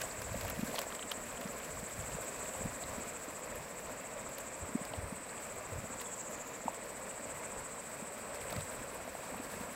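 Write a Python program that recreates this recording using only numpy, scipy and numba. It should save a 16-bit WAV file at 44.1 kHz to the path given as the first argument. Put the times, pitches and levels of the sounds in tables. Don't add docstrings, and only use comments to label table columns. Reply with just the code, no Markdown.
import sys
import numpy as np
from scipy import signal
from scipy.fft import rfft, irfft, next_fast_len
from scipy.io import wavfile
from scipy.ndimage import uniform_filter1d
from numba import njit

SR = 44100
rng = np.random.default_rng(int(sys.argv[2]) if len(sys.argv) > 2 else 0)


def transcribe(u):
    v = np.clip(np.atleast_2d(u).T, -1, 1)
    q = np.round(v * 32767).astype(np.int16)
    wavfile.write(sys.argv[1], SR, q)


def makeup_ratio(level_db):
    decades = np.asarray(level_db, float) / 20
    return 10 ** decades


N = 429975
T = np.arange(N) / SR

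# [t/s, level above calm/dB]
BOIL_VIGOUR = [(0.0, 10), (0.12, 4.5), (0.5, 6.5), (0.62, 7), (0.8, 8.5), (1.0, 2.5), (1.5, 4.5), (2.6, 5),
               (3.6, 2), (4.7, 0), (5.3, 1), (5.9, 1), (7.0, 1), (8.1, 1.5), (8.5, 3.5), (9.0, 2.5),
               (9.75, 5)]
# [f/Hz, level per Hz/dB]
HOLLOW_COLOUR = [(60, -36), (110, -13.5), (221, -5), (297, -7.5), (348, -11), (500, -2), (630, -1.5),
                 (800, -10), (990, -6.5), (1400, -11.5), (2500, -14.5), (2950, -24), (3500, -27),
                 (6000, -27.5), (7800, -54)]
# [t/s, peak level/dB, f/Hz]
GULPS = [(0.172, -43.5, 85.5), (0.302, -36, 105), (0.585, -33, 199), (0.625, -29.5, 207), (0.691, -44, 195),
         (1.047, -45, 280), (1.171, -45, 222), (1.4, -43, 252), (1.449, -36.5, 189), (1.823, -41.5, 198),
         (1.973, -38, 96), (2.139, -37, 142), (2.649, -33, 184), (2.974, -42.5, 200), (3.278, -43, 272),
         (4.747, -26.5, 224), (4.968, -36, 88), (5.022, -37.5, 83.4), (5.118, -36.5, 202), (5.77, -40, 109),
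         (5.833, -42, 188), (6.289, -46, 193), (6.652, -36.5, 230), (8.017, -40, 202), (8.556, -39, 180),
         (9.316, -45, 230), (9.394, -38.5, 255), (9.447, -44, 293), (9.603, -39, 200)]
# [t/s, peak level/dB, f/Hz]
GURGLES = [(0.349, -36, 218), (0.419, -39, 94.2), (0.519, -42, 67.3), (1.329, -48, 183), (1.488, -40, 242),
           (1.678, -44, 151), (1.78, -48, 61.9), (2.029, -39, 108), (2.078, -43, 223), (2.836, -52, 99.6),
           (4.003, -48, 202), (4.611, -40, 88.8), (4.709, -45, 202), (5.199, -44, 269), (5.895, -40, 234),
           (6.998, -49, 291), (9.069, -47, 256), (9.249, -48, 191), (9.349, -39, 188), (9.529, -43, 210),
           (9.558, -43, 202), (9.709, -43, 237)]
# [t/s, peak level/dB, f/Hz]
POPS = [(0.036, -29.5, 633), (0.343, -33, 570), (0.447, -32.5, 755), (0.504, -36, 1300), (0.529, -33, 560),
        (0.691, -34, 520), (0.742, -31.5, 776), (0.793, -36, 570), (0.802, -37, 600), (0.838, -37, 900),
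        (0.866, -36, 594), (1.111, -40, 1000), (1.549, -38, 546), (1.579, -44, 634), (2.055, -40, 806),
        (2.184, -35, 544), (2.288, -38, 505), (2.488, -36, 550), (2.55, -33.5, 796), (2.617, -33.5, 538),
        (3.562, -40.5, 610), (4.524, -43, 588), (4.936, -31.5, 710), (6.326, -41, 526), (6.68, -20.5, 860),
        (8.109, -40, 474), (8.245, -43, 490), (8.453, -35, 544), (8.527, -35, 746), (9.076, -36.5, 640),
        (9.15, -33, 740), (9.3425, -31, 874)]
# [t/s, peak level/dB, f/Hz]
BLIPS = [(0.1511, -37, 1060), (0.2173, -33, 1750), (0.2952, -43, 1180), (0.4489, -40, 1100),
         (0.5044, -31, 1200), (0.7424, -38, 974), (0.7826, -28, 920), (0.8255, -34, 2170),
         (0.924, -29, 1210), (0.9931, -35, 1200), (1.025, -34, 2450), (1.1184, -43, 2500),
         (1.119, -30, 1170), (1.7719, -33, 1080), (2.0971, -39, 1760), (3.3817, -38, 977),
         (3.454, -40, 1030), (4.1719, -38, 1020), (4.2633, -33, 1060), (4.3989, -38, 1487),
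         (5.88, -41, 990), (6.6049, -39, 1280), (6.6812, -32, 902), (7.196, -35, 1690), (7.3003, -37, 1030),
         (7.433, -33, 1160), (7.4924, -40, 1180), (7.661, -33, 1180), (7.7438, -35, 1060),
         (7.7782, -36, 972), (8.309, -34, 1076), (8.3439, -35, 1070), (8.536, -30, 1210),
         (8.5639, -35, 1880), (8.6088, -35, 1040), (8.736, -41, 1040), (8.8278, -43, 1050),
         (9.2344, -37, 1020), (9.3442, -35.5, 927), (9.6315, -39, 1070)]
# [t/s, peak level/dB, f/Hz]
PLINKS = [(0.0174, -32, 5600), (0.1121, -37.5, 4560), (0.2179, -41, 5880), (0.2952, -51, 3140),
          (0.3346, -47, 4360), (0.3501, -47, 2670), (0.404, -45, 2600), (0.41, -42, 2810),
          (0.4105, -36, 4630), (0.4875, -41, 2820), (0.5611, -43, 3060), (0.6125, -40, 2600),
          (0.6749, -40, 4170), (0.7133, -45, 3370), (0.7537, -41, 3200), (0.758, -34, 4460),
          (0.7841, -26.5, 3150), (0.9043, -41, 2680), (0.924, -38, 3240), (0.9497, -43, 3240),
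          (0.9933, -36, 3080), (1.027, -34, 3000), (1.117, -24.5, 3140), (1.2735, -49, 3160),
          (1.3174, -46, 3220), (1.374, -41, 3020), (1.4117, -50, 2990), (1.4177, -45, 2620),
          (1.4393, -43, 2680), (1.476, -39, 5730), (1.6008, -43, 3090), (1.633, -42, 2710),
          (2.119, -43, 2620), (2.151, -43, 2640), (2.4578, -42, 2650), (2.5388, -46, 2730),
          (2.837, -36.5, 3810), (3.4994, -54, 2940), (3.8701, -48, 2720), (4.3735, -45, 2730),
          (4.852, -38, 4910), (4.9357, -36, 2900), (5.293, -43, 4310), (5.3792, -42, 2660),
          (5.4904, -48, 2680), (5.9289, -51, 2650), (6, -47, 2950), (6.0586, -46, 3400),
          (6.6807, -44, 2640), (7.1087, -44, 2830), (8.4073, -43, 5750), (8.4128, -45, 3150),
          (8.4831, -44, 2690), (8.4976, -42, 2860), (8.526, -40, 3860), (8.5639, -43, 5030),
          (8.6083, -39, 3770), (9.3794, -44, 2640)]
# [t/s, peak level/dB, f/Hz]
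SNAPS = [(0.0149, -27, 10800), (0.2179, -35, 11000), (0.41, -32, 11600), (0.45, -32, 12700),
         (0.4798, -47, 11700), (0.4798, -30, 14100), (0.4993, -23, 12500), (0.5751, -39, 9850),
         (0.5901, -37, 12000), (0.6444, -44, 9860), (0.7512, -52, 9600), (0.7512, -36, 10400),
         (0.7906, -33, 10400), (0.7906, -28, 14000), (0.815, -31, 13500), (0.835, -40, 14500),
         (0.9038, -45, 14300), (0.9038, -39, 12200), (0.9487, -41, 12600), (1.1159, -38, 12200),
         (1.2735, -39, 11800), (1.4097, -36, 13400), (1.6462, -37, 10700), (2.1949, -42, 12800),
         (2.2119, -35, 11600), (2.5346, -40, 11800), (2.5591, -43, 14900), (2.7706, -44, 13000),
         (3.1737, -45, 12200), (3.5556, -33, 11700), (3.8447, -45, 14000), (3.9659, -44, 12260),
         (4.2896, -40, 13100), (4.3545, -44, 14300), (4.3829, -46, 9500), (4.3829, -30, 13200),
         (4.4039, -37, 10900), (4.8349, -46, 11100), (4.8514, -44, 14800), (4.8514, -35, 10000),
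         (4.8768, -43, 13800), (5.464, -41, 13100), (5.5583, -37, 15200), (5.7803, -44, 10500),
         (6.0087, -40, 9500), (6.0087, -38, 14100), (6.1624, -45, 11400), (6.4742, -36, 13500),
         (6.7211, -47, 13200), (6.7436, -44, 12800), (7.0005, -46, 10100), (7.0494, -48, 10300),
         (8.0331, -46, 10600), (8.3439, -43, 9960), (8.4128, -44, 10300), (8.4836, -45, 12400),
         (8.5031, -40, 14700), (8.526, -38, 14000), (8.5629, -41, 11800), (8.6083, -45, 9790)]
# [delay/ms, level/dB]
ROCK_ECHOES = [
    (4.4, -14.5),
    (7.5, -17.5),
    (13.0, -35),
    (21.0, -31),
]
# [middle t/s, peak level/dB, half length/s]
HEAVES = [(0.313, -46, 0.088), (0.554, -46, 0.11), (0.89, -57, 0.046), (1.76, -47.5, 0.067),
          (2, -47, 0.054), (2.135, -47, .04), (2.65, -47.5, 0.061), (2.87, -53, 0.044), (3.548, -52, 0.094),
          (3.904, -58, .06), (4.297, -54, 0.045), (4.63, -46, 0.017), (5.054, -47, .03), (5.55, -59, .04),
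          (5.766, -44, 0.044), (5.948, -57, 0.027), (7.33, -68, .06), (7.586, -56, 0.04),
          (8.439, -59, 0.027), (8.606, -39, 0.039), (8.788, -56, 0.05), (9.15, -72, .12),
          (9.604, -53, 0.042)]
# [f/Hz, level per Hz/dB]
SURGE_COLOUR = [(13, -48), (22, -4.5), (54, 2), (107, 0), (136, -2.5), (160, -5.5), (210, -13), (350, -120)]
# [t/s, peak level/dB, rise/ms, wet body level/dB]
DROPS_ON_STONE = [(0.0134, -29.5, 2.8, -18), (0.2179, -34, 2, -26), (0.41, -38, 2.7, -4),
                  (0.4494, -43, 2.2, -15), (0.4798, -36, 1.6, -18), (0.4993, -33.5, 2.5, -12),
                  (0.753, -38, 2.1, -2), (0.7866, -32, 3.1, 7), (0.814, -34, 2.5, 0), (0.948, -42, 2.5, 8),
                  (1.112, -32.5, 3.4, 1), (1.4097, -42, 2.7, 0), (1.6462, -44, 2.1, -14),
                  (3.5553, -46, 2, -18), (4.2896, -50, 1.6, -13), (4.382, -33.5, 2.2, -10),
                  (4.4039, -44, 2.5, -13), (4.8349, -54, 2.5, -4), (4.85, -37, 1.8, -13),
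                  (5.465, -45, 1.5, -8), (5.5583, -57, 2.5, -15), (6.0087, -36, 5.3, -5),
                  (6.474, -57, 2.1, -15), (6.7436, -46, 2.3, -1), (8.3439, -41, 2.2, -3),
                  (8.4118, -41, 2.5, -10), (8.5031, -37, 3.3, -15), (8.524, -34, 1.5, -8),
                  (8.5629, -36, 1.6, -5), (8.608, -35.5, 0.76, 1)]
# [f/Hz, level per Hz/dB]
SPRAY_COLOUR = [(1500, 5), (3000, -4.5), (6000, -4.5), (10000, -6.5), (15500, -6.5)]
# [f/Hz, level per Hz/dB]
SPLASH_COLOUR = [(400, 5), (900, -5), (3200, -13), (5500, -17), (7000, -19)]
# [t/s, throb lead/cycles, level/dB, body f/Hz]
CICADA_SONG = [(0.0, 0.38, -49.5, 7670), (0.55, 0.33, -54.5, 7620), (1.0, 0.18, -50, 7690),
               (1.5, 0.17, -52, 7660), (2.3, -0.079, -48.5, 7680), (3.0, 0.19, -51, 7675),
               (3.75, 0.19, -54, 7680), (4.5, 0.086, -51, 7660), (5.08, .1, -52.5, 7800),
               (5.45, 0.11, -50, 7690), (5.75, 0.0021, -55, 7670), (6.1, 0.1, -48, 7660),
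               (6.47, .03, -53, 7550), (6.8, 0.011, -53, 7730), (7.5, 0.0094, -50, 7714),
               (8.3, -0.082, -54, 7755), (8.65, -0.04, -51, 7740), (9.1, 0.16, -55, 7730)]
# [middle t/s, depth lost 0-1, half length/s]
FALTERS = [
    (.42, 0.6, 0.14),
    (2.5, 0.4, 0.17),
    (8.35, 0.5, 0.46),
    (9.3, 0.6, 0.12),
    (9.6, 0.7, 0.17),
]
# [t/s, f/Hz, level/dB]
BIRD_PEEP = [
    (6.04, 3470, -80),
    (6.056, 3450, -65),
    (6.096, 3320, -69),
    (6.165, 3280, -71),
    (6.18, 3275, -80),
]

CHURN_DB, CHURN_SHARE = -47, 0.24
SURGE_DB, SURGE_SHARE = -60.5, 0.93
SPRAY_DB, SPRAY_SHARE = -66, 1
CRACKLE_DB, CRACKLE_SHARE = -68, 1
SHOWER_DB, SHOWER_S = -24, 0.021
THROB_HZ, CLICK_HZ = 14.5, 393.4
THROB_DEPTH = 0.75
THROB_SCATTER_DB, RATE_SCATTER = 1.5, .0012
SLIP, SLIP_SCATTER = -.04, .05
SAG = .036


def churn(db, count=12000, scatter_db=1.5, hiss_db=3.5):
    when, pitch, size, long = rng.random((count, 4)).T
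    hz = 120 * 40 ** pitch
    strength = hz * makeup_ratio(-scatter_db * np.log(1 - .97 * size))
    swarm = bubbles(when * N / SR, hz, strength, 2.18 + 2.3 * long, 0.041, 1.38)
    wash = rng.standard_normal(N) * makeup_ratio(0.5 * walk(12))
    flat = swarm / np.std(colour(swarm, HOLLOW_COLOUR))
    flat = flat + makeup_ratio(hiss_db) * wash / np.std(colour(wash, HOLLOW_COLOUR))
    return level(colour(flat, HOLLOW_COLOUR), 0) * makeup_ratio(db + 0.16)


def bursts():
    out = 0
    for table, cycles, glide, fall, trim_db in ((GULPS, 1.8, -.03, 2.2, 1.5),
                                                (POPS, 1.9, -.04, 2.2, -.3),
                                                (PLINKS, .8, .003, .09, .3),
                                                (SNAPS, 3.0, -.03, 4.5, 1.2),
                                                (BLIPS, 1.6, .02, 1.2, -4.0),
                                                (GURGLES, 2.2, -.03, 1.8, -3.0)):
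        s, db, hz = np.transpose(table)
        out = out + bubbles(s, hz, makeup_ratio(db + trim_db), cycles + 0 * s, glide, fall)
    out = out + gulp_companions() + plink_sisters()
    return out + sum(makeup_ratio(db) * np.roll(out, int(ms * SR / 1000)) for ms, db in ROCK_ECHOES)


def gulp_companions():
    s, db, hz = np.transpose(GULPS)
    out = bubbles(s + 0.72 / hz, 1.56 * hz, makeup_ratio(db - 8.0), 1.73 + 0 * s, .02, 1.5)
    apart, size = rng.random((len(s), 2)).T
    for side in (-1, 1):
        when = np.abs(s + side * (0.0299 + 0.0406 * apart))
        pitch = hz * (1 + side * (.5 * size - .2))
        out += bubbles(when, pitch, makeup_ratio(db - 10.5), 1.84 + 0 * s, 0.035, 3.6)
    return out


def plink_sisters():
    s, db, hz = np.transpose(PLINKS)
    late, size = rng.random((len(s), 2)).T
    out = 0
    for ratio, sister_db in ((.45, -17), (1.3, -6)):
        pitch = hz * ratio * (0.875 + 0.28 * size)
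        out = out + bubbles(s + .004 * late, pitch, makeup_ratio(db + sister_db), 2.3 + 0 * s, 0.066, 1.0)
    return out


def surge(db):
    lumps = rng.standard_normal(N) * makeup_ratio(0.44 * walk(9.7))
    low = colour(lumps, list(SURGE_COLOUR) + [(400, -42)])
    return level(low, 0) * np.hypot(makeup_ratio(db - 4.5), makeup_ratio(-70))


def spray(db, count=4000, scatter_db=2.0):
    when, size, pitch = rng.random((count, 3)).T
    size = makeup_ratio(-scatter_db * np.log(1 - .99 * size))
    fizz = bubbles(when * N / SR, 9300 * 1.65 ** pitch, size, 3.3 + 0 * when, 0., 3.0)
    mist = makeup_ratio(db + 11.5 + 2.54 * walk(70))
    body = np.zeros(N)
    for s, peak_db, ms, body_db in DROPS_ON_STONE:
        start = int(s * SR)
        age = np.arange(min(2000, N - start)) / SR * 1000 / max(ms, .3)
        puff = makeup_ratio(peak_db - 2.5) * np.exp(-1.6 * (age - 1.3) ** 2 / (1 + .3 * age))
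        mist[start:start + len(age)] += puff
        body[start:start + len(age)] += puff * makeup_ratio(body_db + 9.5)
    wet = colour(rng.standard_normal(N) * mist, SPRAY_COLOUR)
    wet = wet + colour(rng.standard_normal(N) * body, SPLASH_COLOUR)
    return wet + level(fizz, -1.5) * makeup_ratio(db + 3.5 * walk(45))


def crackle(db, count=4000, scatter_db=3.0):
    when, size, pitch = rng.random((count, 3)).T
    size = makeup_ratio(-scatter_db * np.log(1 - .99 * size))
    drops = bubbles(when * N / SR, 1500 * 5.0 ** pitch, size, 2.0 + 0 * when, .03, 2.1)
    showers = swells((s, makeup_ratio(peak_db + SHOWER_DB + body_db / 3.), SHOWER_S)
                     for s, peak_db, _, body_db in DROPS_ON_STONE)
    return level(drops, 0) * (makeup_ratio(db) + showers) * makeup_ratio(2.0 * walk(25))


def cicada():
    s, *columns = np.transpose(CICADA_SONG)
    lead, db, body_hz = (np.interp(T, s, c) for c in columns)
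    depth = THROB_DEPTH * (1 - swells(FALTERS))
    turns = THROB_HZ * T + lead - .22
    beat = turns % 1
    slip, pace, force = rng.standard_normal((300, 3))[turns.astype(int)].T
    pause_slip = (SLIP + SLIP_SCATTER * slip) * (beat < .3) / .3
    pace = 1 + RATE_SCATTER * pace + pause_slip * THROB_HZ / CLICK_HZ
    pace = uniform_filter1d(pace - SAG * beat ** 6, size=200)
    swell = np.clip((beat - .38) / 0.4, 0, 1) * (1 - 0.1 * beat ** 6)
    swell = uniform_filter1d(swell, size=40)
    share = np.clip(.95 * depth, 0, .9)
    near = level(clicks(CLICK_HZ * pace, 0.011, 1.1), 0)
    near = near * (1 - share + 1.18 * share * swell * makeup_ratio(THROB_SCATTER_DB * force))
    near = near * makeup_ratio(1.0 * walk(40))
    far = level(clicks(CLICK_HZ * .985 + 0 * T, .15, 4.0), -12)
    far = far + level(rng.standard_normal(N), -7.5)
    body_hz = body_hz + 1.9 * (body_hz - body_hz.mean())
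    body = ring(ring(near, body_hz - 250, 2200.0), body_hz + 200, 1080.0)
    body = body + makeup_ratio(-1.0) * ring(ring(far, body_hz - 200, 1800.0), body_hz + 400, 1700.0)
    back = body_hz[::-1].copy()
    body = ring(ring(body[::-1].copy(), back, 4300.0), back, 4300.0)[::-1]
    return level(body, 0) * makeup_ratio(db + 1.5)


def clicks(hz, jitter, scatter_db):
    phase = np.cumsum(hz / SR) + jitter * walk(150)
    at = np.flatnonzero(np.diff(np.floor(phase)) > 0)
    late = np.clip((phase[at + 1] % 1) * SR / hz[at], 0, 1)
    size = makeup_ratio(scatter_db * rng.standard_normal(N // 50)[:len(at)])
    out = np.zeros(N + 1)
    out[at], out[at + 1] = size * late, size * (1 - late)
    return out[:N]


def bird():
    s, hz, db = np.transpose(BIRD_PEEP)
    loudness = makeup_ratio(np.interp(T, s, db + 4.0, left=-120, right=-120))
    return loudness * np.sin(2 * np.pi * np.cumsum(np.interp(T, s, hz)) / SR)


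@njit
def bubbles(s, hz, size, cycles, glide, fall):
    out = np.zeros(N)
    for j in range(len(s)):
        start, rise, phase = int(s[j] * SR), cycles[j] * SR / hz[j], 0.
        for i in range(min(int(rise * (1 + 8 / fall)), N - start)):
            u = i / rise
            swell = np.sin(np.pi / 2 * u) ** 2 if u < 1 else np.exp(-fall * (u - 1) ** 1.5)
            phase += 2 * np.pi * hz[j] * (1 + glide * (u - 1)) / SR
            out[start + i] += size[j] * swell * np.sin(phase)
    return out


@njit
def ring(x, hz, width):
    y, band, low = np.empty(len(x)), 0., 0.
    for i in range(len(x)):
        g, k = np.tan(np.pi * hz[i] / SR), width / hz[i]
        v = (band + g * (x[i] - low)) / (1 + g * (g + k))
        band = 2 * v - band
        low = low + 2 * g * v
        y[i] = k * v
    return y


def level(x, db):
    return x * makeup_ratio(db) / np.sqrt(np.mean(x ** 2))


def colour(x, points):
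    hz, db = np.transpose(points)
    size = next_fast_len(N)
    f = np.log(np.arange(size // 2 + 1) * SR / size + 1)
    gain = makeup_ratio(np.interp(f, np.log(hz), db, left=-60, right=db[-1]))
    return irfft(rfft(x, size) * gain, size)[:N]


def walk(rate):
    k = int(SR / rate)
    steps = np.repeat(rng.standard_normal(N // k + 1), k)
    return uniform_filter1d(uniform_filter1d(steps, k), k)[:N]


def swells(table):
    return sum(high * np.exp(-((T - s) / half) ** 2) for s, high, half in table)


def scene():
    vigour = np.interp(T, *np.transpose(BOIL_VIGOUR))
    throb = walk(16)
    heave = swells((s, makeup_ratio(db), half) for s, db, half in HEAVES)
    heave = heave + makeup_ratio(SURGE_DB + SURGE_SHARE * vigour)
    pool = churn(CHURN_DB + CHURN_SHARE * vigour + 0.78 * throb) + bursts()
    pool = pool + surge(20 * np.log10(heave) + 3.3 * throb)
    droplets = spray(SPRAY_DB + SPRAY_SHARE * vigour) + crackle(CRACKLE_DB + CRACKLE_SHARE * vigour)
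    return (pool + droplets + cicada() + bird())[None]


def roll_off(x):
    return signal.sosfilt(signal.butter(12, 15880, fs=SR, output="sos"), x)


def record(dry):
    top = signal.ellip(10, .2, 80, 15750, fs=SR, output="sos")
    mix = signal.sosfilt(top, dry)
    return roll_off(mix)


dry = scene()
out = record(dry)
transcribe(out)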